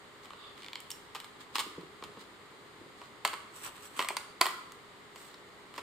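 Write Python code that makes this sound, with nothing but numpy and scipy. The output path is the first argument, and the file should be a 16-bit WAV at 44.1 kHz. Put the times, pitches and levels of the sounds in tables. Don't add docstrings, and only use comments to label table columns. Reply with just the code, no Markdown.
import sys
import numpy as np
from scipy import signal
from scipy.fft import rfft, irfft, next_fast_len
from scipy.io import wavfile
from scipy.ndimage import map_coordinates

SR = 44100
rng = np.random.default_rng(int(sys.argv[2]) if len(sys.argv) > 2 else 0)


def file_out(sig):
    cols = np.atleast_2d(sig).T
    lim = np.clip(cols, -1, 1)
    pcm = np.round(lim * 32767).astype(np.int16)
    wavfile.write(sys.argv[1], SR, pcm)


N = 256662

# t/s, relative level/dB, brightness/(dB/octave), crack t60/s
CLICKS = [(0.2554, -40.5, 3, .012), (0.3047, -39, -1.5, 0.017), (0.3328, -41.5, -2.5, .016),
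          (0.803, -36.5, 9.5, 0.017), (1.2008, -30.5, 4, 0.031), (1.2433, -34, 3, 0.045),
          (1.5547, -16, 2, 0.035), (1.5825, -20.5, 2, 0.018), (1.8103, -43.5, 1, 0.018),
          (2.0237, -38, -4, 0.026), (2.0375, -30, 2.5, 0.048), (2.1707, -48, -5, 0.024),
          (3.015, -41.5, -4, 0.017), (3.249, -13, -0.5, 0.037), (3.2754, -24.5, 2, 0.014),
          (4.0237, -25.5, -1, .016), (4.0458, -32, -2, 0.014), (4.0863, -20.5, 3, 0.017),
          (4.1025, -35, -6.5, 0.018), (4.1672, -19.5, 1, 0.02), (4.41, -19, -2, 0.0033),
          (4.4127, -8, 0, 0.013), (4.4429, -33, 2, 0.007), (4.72, -39.5, 5, .018),
          (5.1587, -38.5, 0.5, .029), (5.3418, -46.5, -1.5, 0.018), (5.7395, -40.5, -1, 0.024),
          (5.7617, -38.5, 0.5, 0.028)]
# the same four columns, then count, gap/s, loss per skip/dB
SKIPS = [(0.9034, -27, 9, 0.036, 2, 0.011, 4), (1.1481, -27.5, 1.5, 0.053, 3, 0.0066, 2.5),
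         (1.5916, -19, 4, 0.037, 4, .0045, 1.1), (3.3317, -32, -2, .028, 2, 0.0057, -2.5),
         (3.9914, -18.5, -2, 0.03, 3, .0108, 6.5), (4.4562, -20.5, -0.5, 0.0073, 2, 0.0087, -0.5),
         (5.7784, -30.5, -2, 0.025, 3, 0.0053, 4.5)]
SLIP_TIMES = [0.5776, 0.6202, 0.632, 0.6443, 0.662, 0.6832, 0.7311, 0.7553]
# knock/dB, ring/dB, tock/dB, clack/dB, tick/dB
CAMERA_VOICE = (-32.5, -19, -24, -23, -32.5)
BARREL_VOICE = (-36.5, -20.5, -22, -23, -26)
SLIP_VOICE = (-47, -29.5, -23, -21, -34)
SWAP_S = 2.5


def bayonet_hits(slip_db=-43, growth_db_per_s=92, slip_t60=0.011):
    hits = list(CLICKS)
    for s, db, bright, t60, count, gap, loss in SKIPS:
        hits += [(s + k * gap, db - k * loss, bright, t60) for k in range(round(count))]
    slips = [(s, slip_db + growth_db_per_s * (s - SLIP_TIMES[0]), 0, slip_t60, SLIP_VOICE)
             for s in SLIP_TIMES]
    return [(*hit, CAMERA_VOICE if hit[0] < SWAP_S else BARREL_VOICE) for hit in hits] + slips


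# f/Hz, relative level/dB, t60/s
CAMERA_MODES = [(426, 5.5, 0.0082), (910, -9.5, 0.016), (1080, 0, 0.016), (1211, -16, 0.086),
                (2290, 2, 0.014), (3080, 1.5, 0.008), (3490, -2, 0.014), (4020, -0.5, 0.012)]
BARREL_MODES = [(389, -20.5, 0.072), (660, -5, 0.026), (1040, -6, 0.029), (1144, -20, 0.087),
                (1330, -20.5, 0.025), (2003, -6.5, 0.034), (3020, -4.5, 0.014), (4190, -12.5, 0.023),
                (4324, -9, 0.053), (5160, -7.5, 0.016), (8370, -15, 0.01)]
# low f/Hz, high f/Hz
REGISTERS = [(220, 590), (830, 1420), (1600, 2550), (2900, 5700), (5700, 17000)]


def bayonet(pivot_hz=4000, delay_s=.0006, port_lag_s=.000014):
    out, t, tails = np.zeros((2, N)), np.arange(SR // 20) / SR, room_tails()
    bands = [signal.butter(3, edges, 'band', fs=SR, output='sos') for edges in REGISTERS]
    octaves = np.log2(np.array(REGISTERS) / pivot_hz).mean(axis=1)
    for s, db, bright, t60, voice in bayonet_hits():
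        body, side = (CAMERA_MODES, -1) if s < SWAP_S else (BARREL_MODES, 1)
        blow = strike(body, t, t60)
        levels = db + np.array(voice) + bright * octaves
        click = sum(amp(level) * unit(signal.sosfilt(band, blow)) for band, level in zip(bands, levels))
        pair = filtered(click, lambda hz: np.exp(1j * np.pi * side * port_lag_s * np.outer([-1, 1], hz)))
        add(out, s + delay_s, in_room(pair, tails, tail_db=-8, early_db=-14.5))
    return out


# f/Hz, relative level/dB
CRACK_SPECTRUM = [(100, -9), (320, -2.5), (620, 9.5), (1000, 3), (2500, 8.5), (4600, 2), (6500, 2.5),
                  (8500, 3.5), (12500, -1.5), (16000, -7.5)]
# f/Hz, left-right likeness/0-1
NEAR_LIKENESS = [(300, .99), (1200, 0.95), (3000, 0.72), (8000, 0.63), (15000, 0.84)]


def strike(body, t, crack_t60, snap_t60=0.0016, rattle_t60=0.44, rise_s=0.0001):
    snap = amp(13 - 60 * t / snap_t60)
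    crack = amp(2 - 60 * t / crack_t60)
    rattle = amp(-23 - 60 * t / rattle_t60)
    ring = ringing(body, t)
    burst = (snap + crack + rattle) * noise(CRACK_SPECTRUM, NEAR_LIKENESS, len(t))
    return (ring + burst) * (1 - np.exp(-t / rise_s))


def ringing(modes, t, detune=0.032):
    hz, db, t60 = np.transpose(modes)[:, :, None]
    shift, strength = rng.standard_normal((2, len(modes), 1))
    decay = amp(db + 2 * strength - 60 * t / t60)
    return np.sum(decay * np.sin(2 * np.pi * hz * (1 + detune * shift) * t), axis=0)


# t/s, f/Hz, level/dB, t60/s
SPRING_PINGS = [(0.906, 2740, -55, .03), (0.915, 5540, -28.5, 0.029), (3.993, 2900, -23, 0.024),
                (4.087, 2420, -25, 0.031), (4.169, 4150, -29, 0.01), (4.413, 712, -30, 0.037),
                (4.413, 4460, -20.5, 0.028), (4.413, 5240, -47, 0.017), (5.342, 4050, -45, 0.023),
                (5.343, 5370, -48, .03)]


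def springs():
    out, t, tails = np.zeros((2, N)), np.arange(SR // 10) / SR, room_tails(count=3)
    buzz = wobble(700)
    for s, hz, db, t60 in SPRING_PINGS:
        phase = 2 * np.pi * hz * t + buzz[round(s * SR):][:len(t)]
        ping = amp(db - 60 * t / t60) * np.sin(phase)
        add(out, s, in_room(ping, tails, tail_db=-13, early_db=-12))
    return out


# t/s, hold/s, relative level/dB, scrape over hiss/dB
RING_SLIDES = [(3.565, 0.0068, -50.5, -1.5), (3.643, 0.033, -47.5, 5), (3.766, 0.012, -60, 8.5),
               (3.836, 0.026, -53, 1), (3.973, 0.057, -47, 3), (5.178, 0.11, -60.5, -13)]
# f/Hz, width/Hz, relative level/dB
RING_RESONANCES = [(5710, 45, 12), (7860, 130, 6), (8600, 92, 6), (10000, 120, 0), (12000, 130, 3),
                   (14100, 200, 8)]
# f/Hz, relative level/dB
HISS_SPECTRUM = [(3000, -15), (5500, -6), (7000, -4), (8000, 2), (8700, -5), (9700, -4), (12000, -8),
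                 (14200, -14), (16000, -25)]
SCRAPE_SPECTRUM = [(200, -11), (700, -11), (1050, 3.5), (1700, 1.5), (2100, -9), (2500, 2), (3000, -4),
                   (4300, -8.5), (7000, -43)]


def mount_rings(hiss_db=-1, sheen_db=-2, scrape_db=-1, attack=0.046, release=0.067):
    speed = sum(stroke(s, hold, db, attack, release) for s, hold, db, _ in RING_SLIDES)
    pressure = sum(stroke(s, hold, db + scrape + scrape_db, attack, release)
                   for s, hold, db, scrape in RING_SLIDES)
    sheen = unit(friction(RING_RESONANCES, grain_db=3, rate=600) * amp(3 * wobble(20)))
    metal = amp(hiss_db) * noise(HISS_SPECTRUM, DIFFUSE_LIKENESS, N) + amp(sheen_db) * sheen
    grit = unit(amp(3 * wobble(900)))
    return grit * (speed * metal + pressure * noise(SCRAPE_SPECTRUM, DIFFUSE_LIKENESS, N))


# t/s, hold/s, relative level/dB
FINGER_RUBS = [(0.236, 0.012, -51), (0.576, 0.073, -53), (1.408, 0.0061, -47.5), (1.555, 0.0074, -35),
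               (2.197, .025, -49), (2.982, 0.081, -55), (5.162, 0.17, -55), (5.757, .05, -50.5)]
# f/Hz, relative level/dB
SKIN_SPECTRUM = [(200, -22), (700, -6), (1150, 9.5), (1700, 7), (2600, 2.5), (3600, 5.5), (5200, 0),
                 (8500, -3.5), (13000, -13), (16000, -13)]


def fingers(gain_db=-3, grain_db=3):
    pressure = sum(stroke(s, hold, db, attack=0.018, release=0.061) for s, hold, db in FINGER_RUBS)
    skin = noise(SKIN_SPECTRUM, DIFFUSE_LIKENESS, N) * amp(grain_db * wobble(350))
    return amp(gain_db) * pressure * unit(skin)


def squeak(at_s=.42, pitch_hz=3670, sag_hz_per_s=2300, jitter=0.03, attack=0.14, release=0.23):
    hz = pitch_hz - sag_hz_per_s * np.clip(np.arange(N) / SR - at_s, -attack, release)
    tone = np.array([wobble(300) * np.sin(2 * np.pi * np.cumsum(hz * (1 + jitter * wobble(900))) / SR)
                     for _ in range(2)])
    rub = friction([(1170, 190, -4), (3360, 950, -13), (4600, 280, -11)], grain_db=1.5, rate=400)
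    twist = stroke(at_s, hold=0.059, db=-53.5, attack=attack, release=release)
    return twist * (amp(-4) * unit(tone) + amp(-2) * rub)


def friction(resonances, grain_db, rate):
    slips = noise(CRACK_SPECTRUM, DIFFUSE_LIKENESS, N) * amp(grain_db * wobble(rate))
    power = lambda f: sum(amp(2 * db) / (1 + ((f - hz) / width) ** 2) ** 2 for hz, width, db in resonances)
    return unit(filtered(slips, lambda f: np.sqrt(power(f))))


# t/s, relative level/dB
SOFT_BUMPS = [(1.665, -45.5), (1.781, -39.5), (1.832, -48), (2.044, -57), (2.091, -50.5), (2.172, -47.5),
              (2.814, -52.5), (2.861, -52), (5.78, -47)]
# f/Hz, relative level/dB, t60/s
THUD_MODES = [(204, -11, 0.072), (316, -6.5, 0.043), (371, 8, 0.019), (455, -6.5, 0.043)]


def bumps(rise_s=0.0061, gain_db=-11):
    out, t, tails = np.zeros((2, N)), np.arange(SR // 10) / SR, room_tails(count=3)
    for s, db in SOFT_BUMPS:
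        thud = ringing(THUD_MODES, t, detune=0.084) * (1 - np.exp(-t / rise_s))
        add(out, s, in_room(amp(db + gain_db) * unit(thud), tails, tail_db=-5.5, early_db=-18))
    return out


# t/s, hold/s, relative level/dB
CUSHION_PRESSES = [(1.65, 0.23, -70.5), (2.02, 0.038, -52.5), (2.816, .04, -57)]


def cushion(gain_db=-2):
    weight = sum(stroke(s, hold, db, attack=.05, release=0.18) for s, hold, db in CUSHION_PRESSES)
    rumble = friction([(101, 20, 7), (184, 50, 2.5), (348, 66, -3)], grain_db=7, rate=13)
    return amp(gain_db) * weight * rumble


def in_room(x, tails, tail_db, early_db, early_t60=0.22, gap_s=0.0038):
    tail = tails[rng.integers(len(tails))]
    t, size = np.arange(tail.shape[1]) / SR, SR // 8
    arrive = np.clip(t / gap_s - 1, 0, 1)
    answer = amp(tail_db) * unit(tail * arrive) / np.sqrt(len(t))
    early = noise(CRACK_SPECTRUM, NEAR_LIKENESS, size) * amp(-60 * t[:size] / early_t60) * arrive[:size]
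    answer[:, :size] += amp(early_db) * unit(early) / np.sqrt(size)
    answer[:, 0] += 1
    return signal.fftconvolve(np.atleast_2d(x), answer, axes=1)


# f/Hz, relative level/dB
ROOM_SPECTRUM = [(100, -2), (400, 1), (720, -9.5), (980, -4.5), (1170, 4.5), (1450, 5), (2100, -1),
                 (3000, 0.5), (4400, -0.5), (8000, 2), (15000, 3)]
# f/Hz, t60/s
ROOM_DECAY = [(200, 0.46), (550, 1), (1200, 0.74), (3700, 0.65), (9700, 0.5), (15000, 0.38)]
# f/Hz, left-right likeness/0-1
DIFFUSE_LIKENESS = [(60, 0.59), (300, 0.72), (700, 0.63), (1400, 0.23), (3000, 0.098), (7000, 0.094)]


def room_tails(count=8):
    washes = [noise(ROOM_SPECTRUM, DIFFUSE_LIKENESS, SR * 2 // 3) for _ in range(count)]
    hz, times, spectra = signal.stft(washes, SR, nperseg=256)
    decay = amp(-60 * times / along(ROOM_DECAY, hz)[:, None])
    return signal.istft(spectra * decay, SR, nperseg=256)[1]


# f/Hz, relative level/dB
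AIR_SPECTRUM = [(25, -16), (50, -10.5), (90, -4.5), (200, -3), (400, 0), (680, -7), (1200, 0), (2100, -4),
                (2700, -10), (4000, -11), (5300, -18.5), (8000, -19.5), (14500, -30), (16000, -38)]
# f/Hz, level/dB
FAN_TONES = [(414.5, -66), (1125, -75.5)]


def room_tone(air_db=-52.5, waver_rad=0.97):
    t = np.arange(N) / SR
    hum = sum(amp(db + wobble(10)) * np.sqrt(2) * np.sin(2 * np.pi * hz * t + waver_rad * wobble(5))
              for hz, db in FAN_TONES)
    return amp(air_db) * noise(AIR_SPECTRUM, DIFFUSE_LIKENESS, N) + hum


def stroke(s, hold, db, attack, release):
    t = np.arange(N) / SR
    return amp(db - 20 * np.maximum(s - t, 0) / attack - 20 * np.maximum(t - s - hold, 0) / release)


def noise(spectrum, likeness, size):
    def mid_side_gains(hz):
        angle = np.arccos(np.clip(along(likeness, hz), -1, 1)) / 2
        return amp(along(spectrum, hz)) * np.array([np.cos(angle), np.sin(angle)])
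    mid, side = filtered(rng.standard_normal((2, size)), mid_side_gains)
    return unit(np.array([mid + side, mid - side]))


def filtered(x, response):
    size = x.shape[-1]
    padded = next_fast_len(size + 2048)
    return irfft(rfft(x, padded) * response(np.fft.rfftfreq(padded, 1 / SR)), padded)[..., :size]


def wobble(rate):
    return map_coordinates(rng.standard_normal(int(N * rate / SR) + 4), [np.arange(N) * rate / SR])


def along(points, hz):
    f, values = np.transpose(points)
    return np.interp(np.log(hz + 1), np.log(f + 1), values)


def add(track, s, sound):
    part = track[:, max(round(s * SR), 0):][:, :sound.shape[-1]]
    part += sound[..., :part.shape[-1]]


def amp(db):
    return 10 ** (np.asarray(db) / 20)


def unit(x):
    return x / np.sqrt(np.mean(x ** 2) + 1e-20)


# f/Hz, left minus right/dB
HAND_BALANCE = [(700, -0.5), (1300, 0), (2400, -1), (4400, -1.5), (8000, -2.5)]


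def scene():
    hands = bayonet() + springs() + bumps() + cushion() + fingers() + squeak() + mount_rings()
    placed = filtered(hands, lambda hz: amp(np.outer([.5, -.5], along(HAND_BALANCE, hz))))
    return placed + room_tone()


# f/Hz, half width/Hz, depth/dB
MIC_DIPS = [(1558, 303, 4.5), (2480, 267, 4), (5870, 570, 7.5), (11003, 686, 29.5)]


def record(dry, roll_hz=15100, top_hz=16400):
    def response(hz):
        dips_db = sum(depth * np.exp(-((hz - centre) / width) ** 2) for centre, width, depth in MIC_DIPS)
        return amp(-dips_db) / np.sqrt(1 + (hz / roll_hz) ** 40) * (hz < top_hz)
    return filtered(dry, response)


dry = scene()
out = record(dry)
file_out(out)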